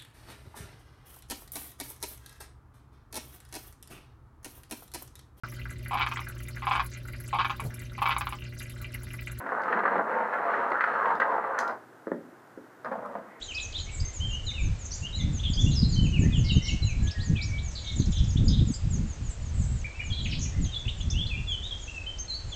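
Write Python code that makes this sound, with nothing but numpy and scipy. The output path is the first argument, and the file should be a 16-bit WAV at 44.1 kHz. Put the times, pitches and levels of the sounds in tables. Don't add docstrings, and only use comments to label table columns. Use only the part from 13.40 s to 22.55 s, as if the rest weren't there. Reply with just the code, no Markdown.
import sys
import numpy as np
from scipy import signal
from scipy.fft import rfft, irfft
from scipy.io import wavfile
from scipy.ndimage import uniform_filter1d

SR = 44100
rng = np.random.default_rng(int(sys.argv[2]) if len(sys.argv) > 2 else 0)


def transcribe(u):
    v = np.clip(np.atleast_2d(u).T, -1, 1)
    q = np.round(v * 32767).astype(np.int16)
    wavfile.write(sys.argv[1], SR, q)


N = 403515
REFERENCE_DB = -28


def from_db(db):
    return 10 ** (np.asarray(db) / 20)


def rms_one(x):
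    return x / np.sqrt(np.mean(x ** 2) + 1e-20)


def add(track, start_s, sound):
    at = int(np.clip(start_s * SR, 0, N - 1))
    track[at:at + len(sound)] += sound[:N - at]


def drift(size, rate_hz):
    knots = rng.standard_normal(400)
    return np.interp(np.arange(size) / SR * rate_hz, np.arange(len(knots)), knots)


def bump(centre_s, length_s):
    return np.exp(-np.minimum((2 * (np.arange(N) / SR - centre_s) / length_s) ** 2, 40))


def coloured_noise(spectrum):
    hz, db = np.transpose(spectrum)
    bins = np.maximum(np.fft.rfftfreq(N, 1 / SR), 1)
    gain = from_db(np.interp(np.log(bins), np.log(hz), db)) * np.minimum(bins / hz[0], 1)
    return rms_one(irfft(rfft(rng.standard_normal(N)) * gain, N))


def hush(level_db=-50.5):
    # (frequency [Hz], relative level [dB])
    spectrum = [(180, -2.5), (300, -0.5), (473, -2.5), (522, -1.5), (1020, -7), (2010, -9), (2710, -9.5),
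                (4090, -12), (4990, -13.5), (5750, -14), (6630, -12.5), (7860, -13.5), (8320, -4),
                (8930, -32.5), (11600, -76.5), (19600, -120)]
    return from_db(level_db) * coloured_noise(spectrum)


def eddies(spectrum, span_s):
    noise = coloured_noise(spectrum)
    size = int(span_s * SR)
    local_power = uniform_filter1d(uniform_filter1d(noise ** 2, size), size)
    return noise / np.sqrt(local_power + 1e-6)


def wind_strength(flutter_db=-36, flutter_growth=1.85, lull_s=0.1, lull_db=-8.5):
    # (time [s], rumble level [dB])
    breeze = [(0.0, -49), (0.4, -38.5), (1.1, -35), (1.55, -38), (1.9, -33.5), (2.3, -25.5), (3.1, -25.5),
              (3.5, -42), (4.1, -30), (4.45, -36), (4.65, -29.5), (5.25, -37), (5.4, -34), (5.95, -31),
              (6.9, -38.5), (7.9, -35.5), (8.4, -40), (9.15, -42)]
    # (peak time [s], length [s], rumble level [dB], flutter relative to rumble [dB])
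    gusts = [(0.433, 0.039, -35.5, -17.6), (0.631, 0.069, -28.5, -15), (0.861, 0.098, -27.5, -17.5),
             (1.279, 0.089, -21.5, -12), (1.639, 0.032, -29, -8.5), (1.87, 0.17, -28.5, -1.5),
             (2.259, 0.15, -23.5, -3), (2.452, 0.07, -24, 0.5), (2.647, 0.14, -30.5, 5.5),
             (2.852, 0.12, -29, 9.5), (2.997, 0.044, -28, 4.5), (3.17, 0.037, -20.5, 1),
             (3.339, 0.086, -28.5, -3.5), (3.445, 0.074, -20.5, -12.5), (3.646, 0.17, -23.5, -7.5),
             (3.799, 0.06, -28, -4.5), (3.924, 0.073, -25, 2.5), (4.6, 0.068, -29, 2),
             (4.694, 0.043, -24, -1.5), (4.807, 0.14, -18, -9), (5.018, 0.11, -22.5, -2),
             (5.123, 0.14, -22, -3.8), (5.221, 0.047, -20, -1.2), (5.301, 0.038, -29.5, 6),
             (5.467, 0.061, -23.9, -8.5), (5.604, 0.18, -30, 0.5), (5.807, 0.076, -26.5, -6),
             (6.205, 0.085, -25.5, -7), (6.322, 0.1, -27.5, -9), (6.717, 0.058, -26.5, -14.5),
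             (6.932, 0.28, -30.4, -3.5), (7.216, 0.09, -24, -4.5), (7.475, 0.027, -26.5, -4.5),
             (7.746, 0.26, -28, -8.5), (7.99, 0.1, -30, -11), (8.112, 0.06, -30, -22),
             (9.064, 0.057, -35.5, -18.5)]
    lulls = [0.711, 3.729, 4.762, 5.75, 5.956, 6.531]
    breeze_db = np.interp(np.arange(N) / SR, *np.transpose(breeze))
    rumble_power = from_db(breeze_db) ** 2
    flutter_power = from_db(flutter_db + flutter_growth * (breeze_db - REFERENCE_DB)) ** 2
    for peak, length, db, relative_db in gusts:
        swell = bump(peak, length)
        rumble_power += from_db(db) ** 2 * swell
        flutter_power += from_db(db + relative_db) ** 2 * swell ** flutter_growth
    dip_db = lull_db * sum(bump(centre, lull_s) for centre in lulls)
    return 10 * np.log10(rumble_power) + dip_db, 10 * np.log10(flutter_power) + flutter_growth * dip_db


def wind(calm_hz=85, calm_db=-42, deep_db=1.5, rumble_wander_db=1.5, flutter_wander_db=2.0,
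         fine_db=-55, fine_growth=1.9, flicker_db=1.5):
    # (frequency [Hz], relative level [dB])
    rumble_spectrum = [(12, -12), (22, -2), (40, -1), (70, 0), (100, -1), (130, -8), (200, -28), (600, -80)]
    flutter_spectrum = [(60, -16), (95, -5), (130, 0), (170, -2.5), (230, -8), (320, -19), (450, -31),
                        (700, -44), (1500, -65)]
    fine_spectrum = [(120, -24.5), (200, 2.5), (260, 4), (340, -9.5), (450, -15), (650, -33.5), (1400, -55)]
    rumble_db, flutter_db = wind_strength()
    wander = drift(N, 35)
    flicker = coloured_noise([(10, 1), (60, 2.5), (200, -37.5)])
    lowpass = signal.butter(3, calm_hz, fs=SR, output="sos")
    deep = from_db(deep_db) * signal.sosfilt(lowpass, eddies(rumble_spectrum, span_s=0.14))
    lively = np.clip((rumble_db - calm_db) / (REFERENCE_DB - calm_db), 0, 1)
    large = np.sqrt(1 - lively) * deep + np.sqrt(lively) * eddies(rumble_spectrum, span_s=0.13)
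    rumble = from_db(rumble_db + rumble_wander_db * wander) * large
    flutter = from_db(flutter_db) * eddies(flutter_spectrum, span_s=0.08)
    fine_envelope = from_db(fine_db + fine_growth * (flutter_db - REFERENCE_DB) + flicker_db * flicker)
    fine = fine_envelope * eddies(fine_spectrum, span_s=0.083)
    return rumble + from_db(flutter_wander_db * wander) * (flutter + fine)


def buffets():
    # (time [s], peak level [dB], centre frequency [Hz])
    thumps = [(2.102, -17.5, 119), (2.247, -8.5, 85.5), (2.43, -16.5, 119), (2.59, -14, 106),
              (2.795, -10, 104), (2.892, -14, 109), (3.12, -16.5, 124), (3.167, -27, 212),
              (2.837, -25, 242), (4.601, -16.5, 161), (4.96, -16, 129), (5.275, -16.5, 101)]
    out = np.zeros(N)
    t = np.arange(SR // 20) / SR - 1 / 40
    for centre, db, hz in thumps:
        phase = 2 * np.pi * hz * t
        push_pull = phase * np.exp((1 - phase ** 2) / 2)
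        add(out, centre + t[0], from_db(db) * rng.choice([-1, 1]) * push_pull)
    return out


def foliage(x, near_t60, far_t60, far_db, sway_s=.00006):
    t = np.arange(SR) / SR
    near, far = rng.standard_normal((2, SR))
    echoes = near * from_db(-60 * t / near_t60) + far * from_db(far_db - 60 * t / far_t60)
    echoes *= 1 - np.exp(-(t / 0.01) ** 2)
    tail = signal.fftconvolve(x, echoes / np.sqrt(np.sum(echoes ** 2)))[:N]
    sway = sway_s * SR * drift(N, 40)
    return np.interp(np.arange(N) + sway, np.arange(N), tail)


def nearby_leaves(x, spread_s):
    t = np.arange(SR // 10) / SR
    echoes = rng.standard_normal(len(t)) * t * np.exp(-t / spread_s)
    return signal.fftconvolve(x, echoes / np.sqrt(np.sum(echoes ** 2)))[:N]


def glide(length_s, first_hz, middle_hz, last_hz):
    progress = np.linspace(0, 1, int(length_s * SR))
    return np.polyval(np.polyfit([0, .5, 1], [first_hz, middle_hz, last_hz], 2), progress)


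def syrinx(pitch, crest, roundness, waver, shimmer_db):
    size = len(pitch)
    arc = np.interp(np.linspace(0, 1, size), [0, crest, 1], [0, .5, 1])
    swell = np.abs(np.sin(np.pi * arc)) ** roundness
    shimmer = from_db(shimmer_db * drift(size, 157))
    phase = 2 * np.pi * np.cumsum(pitch * (1 + waver * drift(size, 294.6))) / SR
    return rms_one(swell * shimmer) * np.sin(phase)


def far_bird(echo_db=0):
    # (start [s], length [s], first pitch [Hz], middle pitch [Hz], last pitch [Hz], level [dB])
    notes = [(.46, .096, 2200, 2256, 2350, -49), (.62, 0.098, 2018, 2073, 2110, -56),
             (2.823, .045, 1760, 1847, 2180, -43.5), (3.04, 0.044, 2120, 2160, 2180, -47.5),
             (3.205, 0.16, 2006, 2198, 2173, -45), (2.893, 0.034, 2520, 2500, 2420, -45),
             (3.609, 0.22, 1668, 1683, 1664, -50.5), (3.743, 0.098, 1906, 1854, 1926, -45),
             (4.42, 0.13, 2254, 2200, 2114, -51.5), (7.115, 0.075, 1627, 2090, 1950, -52)]
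    out = np.zeros(N)
    for start, length, first, middle, last, db in notes:
        pitch = glide(length, first, middle, last)
        note = syrinx(pitch, crest=0.38, roundness=0.35, waver=0.0038, shimmer_db=3.0)
        add(out, start, from_db(db) * note)
    return out + from_db(echo_db) * foliage(out, near_t60=0.41, far_t60=1.3, far_db=-8)


def twitter(flicks_per_s=70, flick_s=0.011, spread_db=6.4, echo_db=-1):
    # (start [s], length [s], lowest flick level [dB])
    spells = [(0.0, 0.43, -54), (2.273, 0.35, -60), (4.298, 0.3, -51), (4.551, 0.43, -57),
              (7.454, 0.063, -55.5), (8.215, 0.35, -54.5)]
    out = np.zeros(N)
    fall = np.linspace(7300, 4900, int(flick_s * SR))
    for start, length, db in spells:
        for when, tune, strength in rng.random((int(length * flicks_per_s), 3)):
            pitch = fall * (.9 + 0.37 * tune)
            flick = np.hanning(len(pitch)) * np.sin(2 * np.pi * np.cumsum(pitch) / SR)
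            add(out, start + when * length, from_db(db + spread_db * strength) * flick)
    return out + from_db(echo_db) * foliage(out, near_t60=0.14, far_t60=.5, far_db=-10)


def thin_calls(hook_hz=650, hook_s=0.0037, wobble=.008, direct_db=4.5, echo_db=-2.5):
    # (start [s], length [s], relative level [dB])
    calls = [(0.026, 0.085, -50.5), (0.203, 0.065, -44), (0.376, 0.099, -50.5), (0.53, 0.098, -54),
             (0.73, 0.077, -45), (0.867, 0.1, -49.5), (1.039, 0.084, -50.5), (1.19, 0.097, -50.0),
             (1.385, 0.079, -49.5), (1.604, 0.064, -52), (1.748, 0.09, -50.5), (1.926, 0.069, -46),
             (2.093, 0.076, -47.5), (2.279, 0.083, -46), (2.484, 0.085, -48), (2.616, 0.11, -51.5),
             (2.791, 0.073, -46), (2.953, 0.073, -47.5), (3.113, 0.075, -48), (3.266, 0.087, -47.5),
             (3.439, 0.08, -47.0), (3.625, 0.063, -48), (3.831, 0.07, -49), (4.013, 0.11, -51),
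             (4.225, 0.087, -48), (4.368, 0.115, -56), (4.555, 0.066, -43), (4.705, 0.072, -48),
             (4.869, 0.08, -48.5), (5.042, 0.084, -47.5), (5.262, 0.075, -47.5), (5.503, 0.066, -43.5),
             (5.66, 0.097, -52.5), (5.82, 0.097, -54), (6.003, 0.11, -56), (6.176, 0.074, -50.5),
             (6.362, 0.064, -54), (6.635, 0.065, -50.0), (6.809, 0.091, -52.5), (7.209, 0.067, -45),
             (7.364, 0.075, -59), (7.567, 0.081, -53.5), (8.076, 0.085, -54.5), (8.402, 0.08, -50.5),
             (8.887, 0.11, -62), (9.075, 0.1, -55)]
    # (first pitch [Hz], middle pitch [Hz], last pitch [Hz])
    slide = (7310, 6667, 5925)
    out = np.zeros(N)
    for start, length, db in calls:
        pitch = glide(length, *slide)
        pitch *= 1 + wobble * drift(len(pitch), 45)
        pitch += hook_hz * np.exp(-np.arange(len(pitch)) / SR / hook_s)
        note = syrinx(pitch, crest=0.54, roundness=0.44, waver=.007, shimmer_db=2.2)
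        add(out, start, from_db(db) * note)
    tail = foliage(out, near_t60=0.05, far_t60=0.47, far_db=-11)
    return from_db(direct_db) * out + from_db(echo_db) * tail


def nightingale_buzzes(swing_rate_hz=300, tremolo=0.64, echo_db=-1):
    # (start [s], length [s], first pitch [Hz], last pitch [Hz], level [dB], pitch swing [Hz])
    buzzes = [(0.512, .05, 7740, 7620, -41.5, 250), (1.507, 0.055, 5470, 7400, -37, 160),
              (1.513, 0.04, 4320, 5100, -44, 160), (2.028, 0.039, 3100, 3390, -38.5, 450),
              (2.185, .08, 6300, 6380, -41.5, 650), (2.31, 0.032, 3580, 4070, -38.5, 350),
              (2.421, .13, 3890, 4440, -55, 450), (3.038, .07, 5200, 3870, -38.5, 550),
              (3.218, 0.077, 5690, 5520, -40, 260), (3.242, 0.087, 4210, 4040, -43, 453),
              (4.35, .05, 4640, 3440, -37.5, 300), (4.444, 0.067, 3570, 3730, -36.5, 240),
              (4.59, 0.042, 4400, 3730, -42.5, 450), (4.721, 0.1, 3553, 3414, -38.5, 263),
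              (5.084, 0.11, 3570, 3850, -38.5, 226), (6.13, 0.24, 7850, 7840, -48, 400),
              (6.717, 0.11, 3800, 3640, -44.5, 455), (6.842, 0.059, 3920, 2690, -44.5, 650),
              (6.907, 0.072, 5030, 3120, -39.5, 700), (6.99, 0.012, 6650, 6300, -41, 249),
              (7.004, .045, 6310, 6180, -35, 650), (7.049, 0.02, 2730, 2300, -44.5, 202),
              (7.255, 0.054, 3280, 3080, -47.5, 230)]
    out = np.zeros(N)
    for start, length, first, last, db, depth in buzzes:
        pitch = glide(length, first, (first + last) / 2, last)
        rate = swing_rate_hz * np.exp(.12 * rng.standard_normal() + .22 * drift(len(pitch), 350))
        cycle = 2 * np.pi * np.cumsum(rate) / SR
        pitch += depth * np.sin(cycle)
        note = syrinx(pitch, crest=0.5, roundness=0.31, waver=0.015, shimmer_db=4.5)
        add(out, start, from_db(db) * note * (1 + tremolo * np.cos(cycle)))
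    return out + from_db(echo_db) * foliage(out, near_t60=0.31, far_t60=0.79, far_db=-15)


def nightingale_sweeps(first_half_share=.57, rasp=0.29, rasp_hz=600, ruffle_db=-6, echo_db=-6):
    # (start [s], length [s], first pitch [Hz], last pitch [Hz], level [dB])
    sweeps = [(.012, 0.021, 3040, 4070, -34), (.142, .016, 4140, 5380, -35.5),
              (.173, 0.02, 4210, 3070, -35.5), (.197, 0.0085, 3360, 4080, -33),
              (.324, 0.0097, 4900, 2930, -40), (.338, 0.035, 3036, 4080, -31.5),
              (.376, 0.014, 6340, 4570, -52), (.378, .016, 3490, 3050, -35.5),
              (.393, 0.012, 3420, 4320, -32.5), (.487, 0.015, 2200, 2950, -44),
              (.598, 0.012, 4500, 5140, -36), (1.106, 0.017, 2630, 2060, -44),
              (1.449, 0.018, 7700, 5780, -37), (1.985, 0.024, 2740, 3690, -37.5),
              (2.133, 0.011, 4340, 5220, -33), (2.416, 0.022, 4790, 3800, -35.5),
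              (3.668, 0.026, 2960, 3930, -39), (3.694, .014, 3680, 2330, -45),
              (3.707, .012, 3900, 5740, -36.5), (3.778, .062, 2600, 5080, -42),
              (3.958, 0.024, 2710, 3780, -38), (4.006, .032, 3080, 5600, -35.5),
              (4.177, 0.024, 2930, 4040, -40.5), (4.964, 0.02, 2930, 3800, -35),
              (5.081, 0.0064, 4600, 5260, -26), (5.189, .016, 3010, 3920, -37),
              (5.312, 0.052, 8360, 7050, -41.5), (5.333, .02, 4300, 5340, -39),
              (5.885, 0.043, 8700, 7000, -42.5), (6.455, 0.015, 2700, 1500, -47),
              (6.611, 0.011, 2700, 1600, -41.5), (6.724, 0.021, 4600, 3650, -40),
              (6.846, 0.023, 3890, 2015, -33), (6.912, 0.026, 4020, 2150, -33.5),
              (7.244, 0.01, 4930, 3250, -42), (7.339, 0.013, 2740, 4230, -35),
              (7.453, .014, 2500, 2840, -41.5), (7.476, 0.026, 2520, 3920, -30.5),
              (7.601, 0.019, 2750, 3660, -36), (7.7, 0.012, 4900, 6700, -31),
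              (7.865, 0.0093, 3670, 4490, -35.5), (8.782, .009, 4450, 6550, -42.5)]
    ticks = [(4.656 + k * .061, .01, 7110, 4550, -43) for k in range(5)]
    out = np.zeros(N)
    for start, length, first, last, db in list(sweeps) + ticks:
        pitch = glide(length, first, first + first_half_share * (last - first), last)
        tremble = 1 + rasp * np.sin(2 * np.pi * (rasp_hz * np.arange(len(pitch)) / SR + rng.random()))
        note = syrinx(pitch, crest=0.65, roundness=0.51, waver=0.01, shimmer_db=3.0)
        add(out, start, from_db(db) * tremble * note)
    ruffle = from_db(ruffle_db) * nearby_leaves(out, spread_s=0.0095)
    return out + ruffle + from_db(echo_db) * foliage(out, near_t60=.25, far_t60=1.0, far_db=-12.5)


def nightingale_whistles(echo_db=-2.5):
    # (start [s], length [s], first pitch [Hz], middle pitch [Hz], last pitch [Hz], level [dB])
    notes = [(0.079, 0.049, 3200, 2970, 2360, -36), (0.146, 0.055, 2416, 2577, 2380, -33.5),
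             (0.225, 0.018, 6800, 5870, 5850, -42), (0.648, 0.016, 6470, 6310, 6400, -37.5),
             (0.682, 0.012, 6900, 6470, 6200, -39.5), (0.801, 0.076, 2930, 3160, 3040, -32.5),
             (0.898, 0.088, 2790, 2880, 3126, -36), (1.064, 0.046, 4160, 3747, 3500, -31),
             (1.136, 0.08, 3020, 2625, 2200, -38), (1.623, 0.055, 2740, 2840, 3250, -35.5),
             (1.728, 0.036, 3845, 3864, 4220, -34), (1.776, 0.068, 2470, 2045, 2540, -47),
             (1.799, 0.014, 3750, 3610, 3400, -31.5), (2.034, 0.05, 3740, 3385, 3100, -30.5),
             (2.168, 0.049, 3100, 3403, 3560, -29), (2.262, 0.023, 2830, 2780, 2970, -34.5),
             (2.353, 0.051, 5600, 5010, 5000, -30.5), (2.441, .024, 3800, 4230, 4080, -31),
             (2.523, 0.029, 4730, 4400, 3970, -33), (2.556, 0.077, 3114, 3046, 3024, -34),
             (2.649, 0.025, 2850, 2700, 2330, -38), (2.725, 0.06, 2970, 2720, 2210, -34.5),
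             (2.922, 0.066, 3700, 3054, 2680, -35), (3.093, 0.03, 3225, 2853, 2680, -27),
             (3.101, 0.036, 3950, 3813, 3670, -33), (3.151, 0.04, 2707, 3056, 2990, -35),
             (3.279, 0.024, 3230, 2875, 2670, -28), (3.419, 0.035, 4240, 4040, 4060, -34),
             (3.465, 0.068, 3000, 2506, 2270, -39.5), (3.952, 0.066, 2680, 2382, 2236, -35.5),
             (4.032, 0.025, 5280, 5650, 5700, -40.5), (4.113, 0.051, 2190, 2290, 2240, -39),
             (6.443, 0.019, 2160, 2418, 2270, -31.5), (6.544, .048, 2560, 2650, 2680, -46),
             (6.593, .015, 2190, 2410, 2330, -28.5), (6.603, 0.04, 2830, 2905, 2870, -42),
             (6.701, 0.042, 3466, 3246, 3370, -34), (6.755, 0.075, 3500, 3350, 3200, -39),
             (6.772, 0.037, 4070, 4035, 3800, -41), (6.895, 0.028, 5230, 5520, 5240, -46),
             (7.318, 0.0626, 3870, 3520, 3440, -33.5), (7.704, 0.034, 3400, 3564, 3350, -37),
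             (7.736, 0.048, 2550, 2855, 3090, -35.5), (7.779, 0.068, 3090, 3400, 3530, -30.5),
             (7.9, 0.063, 2754, 2460, 2400, -34.5), (7.96, 0.041, 2550, 2760, 2710, -36.5),
             (8.071, 0.088, 3510, 3240, 2977, -29.5), (8.226, 0.046, 3460, 3650, 3910, -33),
             (8.307, 0.031, 3470, 3267, 3250, -31.5), (8.476, 0.028, 2526, 2707, 2740, -35.5),
             (8.531, 0.062, 2710, 2680, 2560, -36.5), (8.663, 0.041, 2990, 3110, 3156, -31.5),
             (8.785, 0.037, 6400, 6330, 6460, -36.5), (8.879, 0.056, 4320, 4130, 4010, -31.5),
             (8.933, 0.039, 4160, 4434, 4430, -32.5), (9.118, .03, 3560, 3350, 2950, -35.5)]
    out = np.zeros(N)
    for start, length, first, middle, last, db in notes:
        pitch = glide(length, first, middle, last)
        note = syrinx(pitch, crest=0.62, roundness=.38, waver=.007, shimmer_db=1.8)
        add(out, start, from_db(db) * note)
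    return out + from_db(echo_db) * foliage(out, near_t60=0.29, far_t60=0.67, far_db=-7)


def scene(direct_db=-2, leaves_db=-9.5):
    nightingale = nightingale_whistles() + nightingale_sweeps() + nightingale_buzzes()
    birds = nightingale + thin_calls() + far_bird() + twitter()
    birds = from_db(direct_db) * birds + from_db(leaves_db) * nearby_leaves(birds, spread_s=0.0043)
    return (birds + hush() + wind() + buffets())[None]


def record(dry, sampling_hz=16000, mirror_db=-14, cutoff_hz=8850):
    band = signal.sosfilt(signal.butter(14, 7900, fs=SR, output="sos"), dry)
    mirrored = band * 2 * np.cos(2 * np.pi * sampling_hz * np.arange(N) / SR)
    aliased = band + from_db(mirror_db) * mirrored
    softened = signal.sosfilt(signal.butter(14, 8000, fs=SR, output="sos"), aliased)
    return signal.sosfilt(signal.ellip(10, .1, 80, cutoff_hz, fs=SR, output="sos"), softened)


dry = scene()
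out = record(dry)
transcribe(out)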